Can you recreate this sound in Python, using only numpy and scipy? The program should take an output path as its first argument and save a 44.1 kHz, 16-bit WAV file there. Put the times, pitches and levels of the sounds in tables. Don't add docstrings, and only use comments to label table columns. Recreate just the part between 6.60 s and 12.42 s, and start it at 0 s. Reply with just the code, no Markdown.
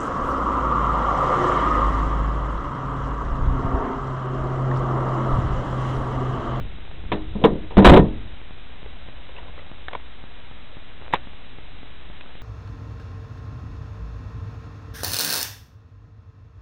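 import sys
import numpy as np
from scipy import signal
from scipy.fft import rfft, irfft, next_fast_len
from scipy.io import wavfile
from scipy.ndimage import map_coordinates

SR = 44100
rng = np.random.default_rng(int(sys.argv[2]) if len(sys.argv) > 2 else 0)


def gain_from_decibels(decibels):
    exponent = np.asarray(decibels, float) / 20
    return 10 ** exponent


def dump_mix(stems):
    frames = np.atleast_2d(stems).T
    limited = np.clip(frames, -1, 1)
    pcm = np.round(limited * 32767).astype(np.int16)
    wavfile.write(sys.argv[1], SR, pcm)


N = 256662

# [t/s, level/dB, brightness/dB per octave, ring length factor, struck spot f/Hz]
KNOCK_BLOWS = [
    (0.5181, -20.5, 1, 0.23, 990),
    (0.52, -25.5, 3, 0.66, 253),
    (0.532, -29.5, -2, 1.05, 312),
    (0.753, -27.5, -4.5, 0.31, 212.5),
    (0.784, -36, -4.5, 0.71, 303),
    (.815, -37.5, -1, 2.1, 520),
]
CATCH_BLOWS = [
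    (.839, -16, 1, 0.54, 730),
    (.8405, -13.5, 1, 0.49, 990),
    (.849, -12, -1, 0.37, 440),
    (.866, -28, -5.5, 1.5, 486),
    (0.904, -29, -9, 0.71, 367),
    (.955, -26.5, -5.5, 0.23, 465),
    (1.032, -46, -2, 0.54, 299),
    (1.105, -43.5, 2, 1.8, 790),
]
SLAM_BLOWS = [
    (1.1695, -14.5, 0.5, 0.28, 590),
    (1.177, -8.5, -1.5, 0.76, 199),
    (1.189, -14, -5, 0.22, 403),
    (1.222, -25.5, 0, 1, 301),
    (1.2465, 12, 2.5, 0.32, 990),
    (1.257, 10, 1, 0.39, 800),
    (1.285, -15.5, 5.5, 0.35, 690),
]
RATTLE_BLOWS = [
    (1.296, -0.5, 2, 0.34, 520),
    (1.317, -6.5, -2, 0.6, 156),
    (1.336, -5, 0, 0.44, 513),
    (1.362, -10, 0, 0.45, 323),
    (1.372, -8.5, 1, 0.31, 445),
    (1.39, -13.5, -2.5, 0.52, 156),
    (1.42, -20.5, -6, 0.62, 156),
    (1.445, -30.5, -4.5, 1.42, 240),
]
# [f/Hz, level/dB, t60/s]
STEEL_MODES = [(120.3, -4.5, 0.2), (156, -4, 0.25), (199, 0, 0.25), (229.6, -7.5, 0.38), (267.2, -4, 0.25),
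               (312, -4, 0.44), (364, 1, 0.18), (407, -4.5, 0.33), (453, 2, 0.15), (520, -1.5, 0.17),
               (598.4, -3.5, 0.15), (677.5, -12.5, 0.29), (745, -10, 0.23), (896, -6, 0.15),
               (990, -7.5, 0.18), (1067, -5.5, 0.053), (1210, -54.5, .2), (1825, -27, 0.42),
               (2630, -30.5, .1), (3360, -6.5, 0.012)]
# [f/Hz, level/dB, t60/s]
BOOM_MODES = [(30.7, -0.5, 0.33), (44.4, 0, 0.29), (62.3, 2, 0.2), (99.3, -8, 0.64)]
# [f/Hz, t60/s]
CLATTER_DECAY = [(100, 0.45), (400, 0.39), (1000, 0.3), (2500, 0.13), (4000, 0.16)]
# [t/s, level/dB, f/Hz, t60/s]
AIR_THUMPS = [
    (1.174, -8, 100, .2),
    (1.278, 11, 58, .13),
    (1.274, 2, 27, .25),
    (1.308, 12, 55, .045),
]
OPEN_BOOM_DB, CATCH_BOOM_DB, SHUT_BOOM_DB = -16.5, -18.5, -3
DULL_BOOM_DB = 1.43

# [t/s, peak level/dB, ring f/Hz]
GRIT_CLICKS = [(.344, -37, 500), (2.2608, -25, 443), (2.262, -38, 1500), (2.692, -29.5, 526),
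               (2.751, -34, 420), (2.765, -30, 2630), (2.779, -33, 2850), (2.782, -35, 960),
               (2.787, -28, 960), (2.857, -31, 530), (2.882, -31, 1020), (2.979, -29.5, 540),
               (2.99, -31, 2030), (2.995, -32, 600), (3.018, -32.5, 530)]
# [t/s, peak level/dB, ring f/Hz, t60/s]
SHELL_CREAKS = [(3.284, -16, 1740, 0.014), (3.2839, -24.5, 770, 0.044), (3.311, -29, 920, 0.037),
                (3.327, -38, 1100, 0.013), (3.333, -19, 1050, 0.015), (3.351, -15, 980, 0.024),
                (3.353, -14.5, 625, 0.016), (3.36, -37, 3800, 0.03), (5.6099, -10.5, 1600, 0.001),
                (5.612, -26.5, 2520, 0.014), (5.661, -25.5, 600, 0.01)]
# [t/s, peak level/dB, ring f/Hz, t60/s]
SHELL_SNAP = [(4.528, -23.5, 1960, 0.017), (4.5325, -16, 1780, 0.013), (4.536, -9, 600, 0.015),
              (4.5373, 1, 955, 0.015), (4.54, -13, 1104, 0.048), (4.543, -11.5, 3470, 0.012),
              (4.5428, -10.5, 433, 0.026), (4.544, -10, 824, 0.029), (4.548, -16, 2520, 0.011),
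              (4.5522, -6.5, 2200, 0.0028), (4.557, -17, 960, 0.021), (4.565, -39, 1950, 0.025),
              (4.575, -42, 910, 0.033)]
GRIT_T60_S, GRIT_NOISY, CREAK_NOISY = 0.035, 0.28, 0.36
SNAP_CLEAN_DB, SNAP_NOISY_PER_DB = 1, .04

# [t/s, peak level/dB, rise/s, fall/s]
SHOE_SCUFFS = [
    (2.47, -54.5, .12, 0.14),
    (2.77, -47, 0.01, 0.091),
    (3.05, -68, 0.083, .1),
    (3.33, -37, 0.014, 0.022),
    (4.47, -52.5, .08, 0.057),
    (4.55, -32.5, 0.018, 0.016),
]
SCUFF_REST_DB = -57.5

# [t/s, level/dB]
CAMERA_MOTION = [(0, -25.5), (.1, -37), (.25, -40), (.45, -34.5), (.9, -31.5), (1.1, -37.5), (1.6, -33.5),
                 (1.8, -43), (2.2, -42.5), (2.5, -44.5), (3.1, -42.5), (3.5, -49), (4.5, -44.5), (5, -44),
                 (5.76, -47), (5.82, -48)]
# [f/Hz, level/dB per Hz]
RUMBLE_SPECTRUM = [(4, -21), (15, 3.5), (50, 5), (90, -2), (200, -13.5), (500, -45.5)]
# [f/Hz, level/dB per Hz]
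RUSTLE_SPECTRUM = [(60, -21.5), (150, 0.5), (350, 6), (600, -8), (1200, -19.5)]
RUSTLE_DB, RUSTLE_GROWS, CALM_DB = -58, 1.12, -42

# [t/s, peak level/dB]
SUPPLY_STEPS = [(.186, -31), (.440, -29), (1.816, -32), (1.909, -28), (2.2305, -28), (2.487, -28),
                (2.831, -29), (3.116, -26), (3.362, -29), (3.640, -27), (3.9135, -29), (4.1695, -28),
                (4.4155, -30), (4.673, -29), (4.986, -27), (5.232, -28), (5.5007, -29), (5.754, -29)]
# [f/Hz, rms level/dB]
BUFFER_HUM = [(46.9, -60), (62.5, -57), (125, -64), (187.5, -66), (250, -65)]
# [f/Hz, level/dB per Hz]
HISS_SPECTRUM = [(88, -61.5), (150, -11.5), (220, -3), (249, -0.5), (319, -4), (576, -7), (4000, -6.5),
                 (5200, -34), (8800, -120)]


def unit(x):
    return x / np.sqrt(np.mean(x ** 2) + 1e-20)


def along(points, hz):
    f, v = np.transpose(points)
    return np.interp(np.log(hz + 1), np.log(f + 1), v)


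def curves(rows):
    s, *cols = np.transpose(rows)
    return [np.interp(np.arange(N) / SR, s, c) for c in cols]


def wobble(rate):
    knots = rng.standard_normal(int(N * rate / SR) + 4)
    return map_coordinates(knots, [np.arange(N) * rate / SR])


def filtered(x, response):
    m = next_fast_len(N + SR // 2)
    return irfft(rfft(x, m) * response(np.fft.rfftfreq(m, 1 / SR)), m)[:N]


def noise(spectrum):
    return unit(filtered(rng.standard_normal(N), lambda hz: gain_from_decibels(along(spectrum, hz))))


def add(track, s, sound):
    part = track[round(s * SR):][:len(sound)]
    part += sound[:len(part)]


def ring(modes, t, stretch, shape_db, start):
    hz, db, t60 = np.transpose(modes)[:, :, None]
    chance = rng.standard_normal((2, len(modes), 1))
    level_db = db + shape_db(hz) + 2 * chance[0]
    envelope = gain_from_decibels(level_db - 60 * t / (t60 * stretch))
    detuned_hz = hz * (1 + 0.012 * chance[1])
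    return np.sum(start * envelope * np.sin(2 * np.pi * detuned_hz * t), axis=0)


def bump(hz, centre_hz, octaves):
    return np.exp(-(np.log2((hz + 1) / centre_hz) / octaves) ** 2)


def octaves_up(hz):
    return np.log2(np.maximum(hz, 200) / 400)


def clatter(t, stretch, shape_db):
    hz, frame_s, z = signal.stft(rng.standard_normal(len(t)), SR, nperseg=256)
    low_cut_db = 6 * np.log2(np.maximum(600 / (hz + 40), 1))
    colour_db = shape_db(hz) - 4 * octaves_up(hz) - low_cut_db - 4 * bump(hz, 1500, .35)
    fading_db = -60 * frame_s / (along(CLATTER_DECAY, hz)[:, None] * stretch)
    return signal.istft(z * gain_from_decibels(colour_db[:, None] + fading_db), SR, nperseg=256)[1][:len(t)]


def bonnet_blow(t, db, tilt_db, stretch, spot_hz, boom_db):
    def shape_db(hz):
        return tilt_db * octaves_up(hz) + 9 * bump(hz, spot_hz, 0.15)

    steel = STEEL_MODES
    upper = gain_from_decibels(12) * clatter(t, stretch, shape_db)
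    signs = np.sign(rng.standard_normal((len(steel), 1)))
    body = ring(steel, t, stretch, shape_db, signs) + upper
    boom = gain_from_decibels(boom_db - DULL_BOOM_DB * tilt_db) * ring(BOOM_MODES, t, stretch, np.zeros_like, 0.91)
    onset = 1 - np.exp(-t / (.0007 * gain_from_decibels(-3 * tilt_db)))
    return gain_from_decibels(db) * (body + boom) * onset


def bonnet():
    out, t = np.zeros(N), np.arange(SR // 2) / SR
    stages = [(KNOCK_BLOWS, OPEN_BOOM_DB), (CATCH_BLOWS, CATCH_BOOM_DB),
              (SLAM_BLOWS + RATTLE_BLOWS, SHUT_BOOM_DB)]
    for blows, boom_db in stages:
        for s, db, tilt_db, stretch, spot_hz in blows:
            add(out, s, bonnet_blow(t, db, tilt_db, stretch, spot_hz, boom_db))
    for s, db, hz, t60 in AIR_THUMPS:
        add(out, s, gain_from_decibels(db - 60 * t / t60) * np.sin(2 * np.pi * hz * t))
    return out


def clicks():
    out, t = np.zeros(N), np.arange(SR // 10) / SR
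    contacts = [(*grain, GRIT_T60_S, GRIT_NOISY) for grain in GRIT_CLICKS]
    contacts += [(*creak, CREAK_NOISY) for creak in SHELL_CREAKS]
    for s, db, hz, t60 in SHELL_SNAP:
        contacts.append((s, db, hz, t60, SNAP_NOISY_PER_DB * (SNAP_CLEAN_DB - db)))
    for s, db, hz, t60, noisy in contacts:
        noisy = np.clip(noisy, 0, 1)
        octave = 0.5 * np.sin(2 * np.pi * 2 * hz * t) * gain_from_decibels(-60 * t / t60)
        tone = np.sin(2 * np.pi * hz * t) + octave
        pole = np.exp(-2 * np.pi * 0.83 * hz / SR)
        two_poles = np.convolve([1, -pole], [1, -pole])
        crack = unit(signal.lfilter([1, -1], two_poles, rng.standard_normal(len(t))))
        add(out, s, gain_from_decibels(db - 3 - 60 * t / t60) * ((1 - noisy) * tone + noisy * crack))
    return out


def scuffs():
    struck = rng.random(N) < 700 / SR
    grains = struck * rng.standard_normal(N) * gain_from_decibels(2.5 * rng.exponential(size=N))

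    def grit(f):
        pitches = [(600, 310, 3.0), (2560, 3100, -0.5)]
        return sum(g * 1j * f * w / (c * c - f * f + 1j * f * w) for c, w, g in pitches)

    t = np.arange(N) / SR
    swell = np.zeros(N)
    for s, db, rise, fall in SHOE_SCUFFS:
        swell += gain_from_decibels(db) * np.exp(-np.abs(t - s) / np.where(t < s, rise, fall))
    return (gain_from_decibels(SCUFF_REST_DB) + swell) * unit(filtered(grains, grit))


def air():
    motion_db, = curves(CAMERA_MOTION)
    lumps = wobble(7.7)
    rumble = gain_from_decibels(motion_db) * unit(gain_from_decibels(0.7 * lumps) * noise(RUMBLE_SPECTRUM))
    rustle_db = RUSTLE_DB + RUSTLE_GROWS * (motion_db - CALM_DB)
    flutter = gain_from_decibels(1.7 * lumps + 0.97 * wobble(22))
    return rumble + gain_from_decibels(rustle_db) * unit(flutter * noise(RUSTLE_SPECTRUM))


def electronics():
    out, t = np.zeros(N), np.arange(SR // 20) / SR
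    for s, db in SUPPLY_STEPS:
        add(out, s, gain_from_decibels(db) * (.55 * np.exp(-t / .001) + .55 * np.exp(-t / .006)))
    clock = np.arange(N) / SR
    for hz, db in BUFFER_HUM:
        level = gain_from_decibels(db + 2 + 2.5 * wobble(9))
        out += level * np.sin(2 * np.pi * hz * clock + 6 * rng.random())
    offset = -.033
    return out + gain_from_decibels(-48.5) * noise(HISS_SPECTRUM) + offset


def scene():
    return (bonnet() + clicks() + scuffs() + air() + electronics())[None]


def roll_off(x):
    return signal.sosfilt(signal.butter(12, 15890, fs=SR, output="sos"), x)


def record(dry):
    saturated = dry[0] / (1 + np.abs(dry[0] / .71) ** 14) ** (1 / 14)
    narrow = filtered(saturated, lambda hz: np.clip((4200 - hz) / 350, 0, 1) ** 1.12)
    clipped = np.clip(narrow, -.705, .705)[None]
    return roll_off(clipped)


dry = scene()
out = record(dry)
dump_mix(out)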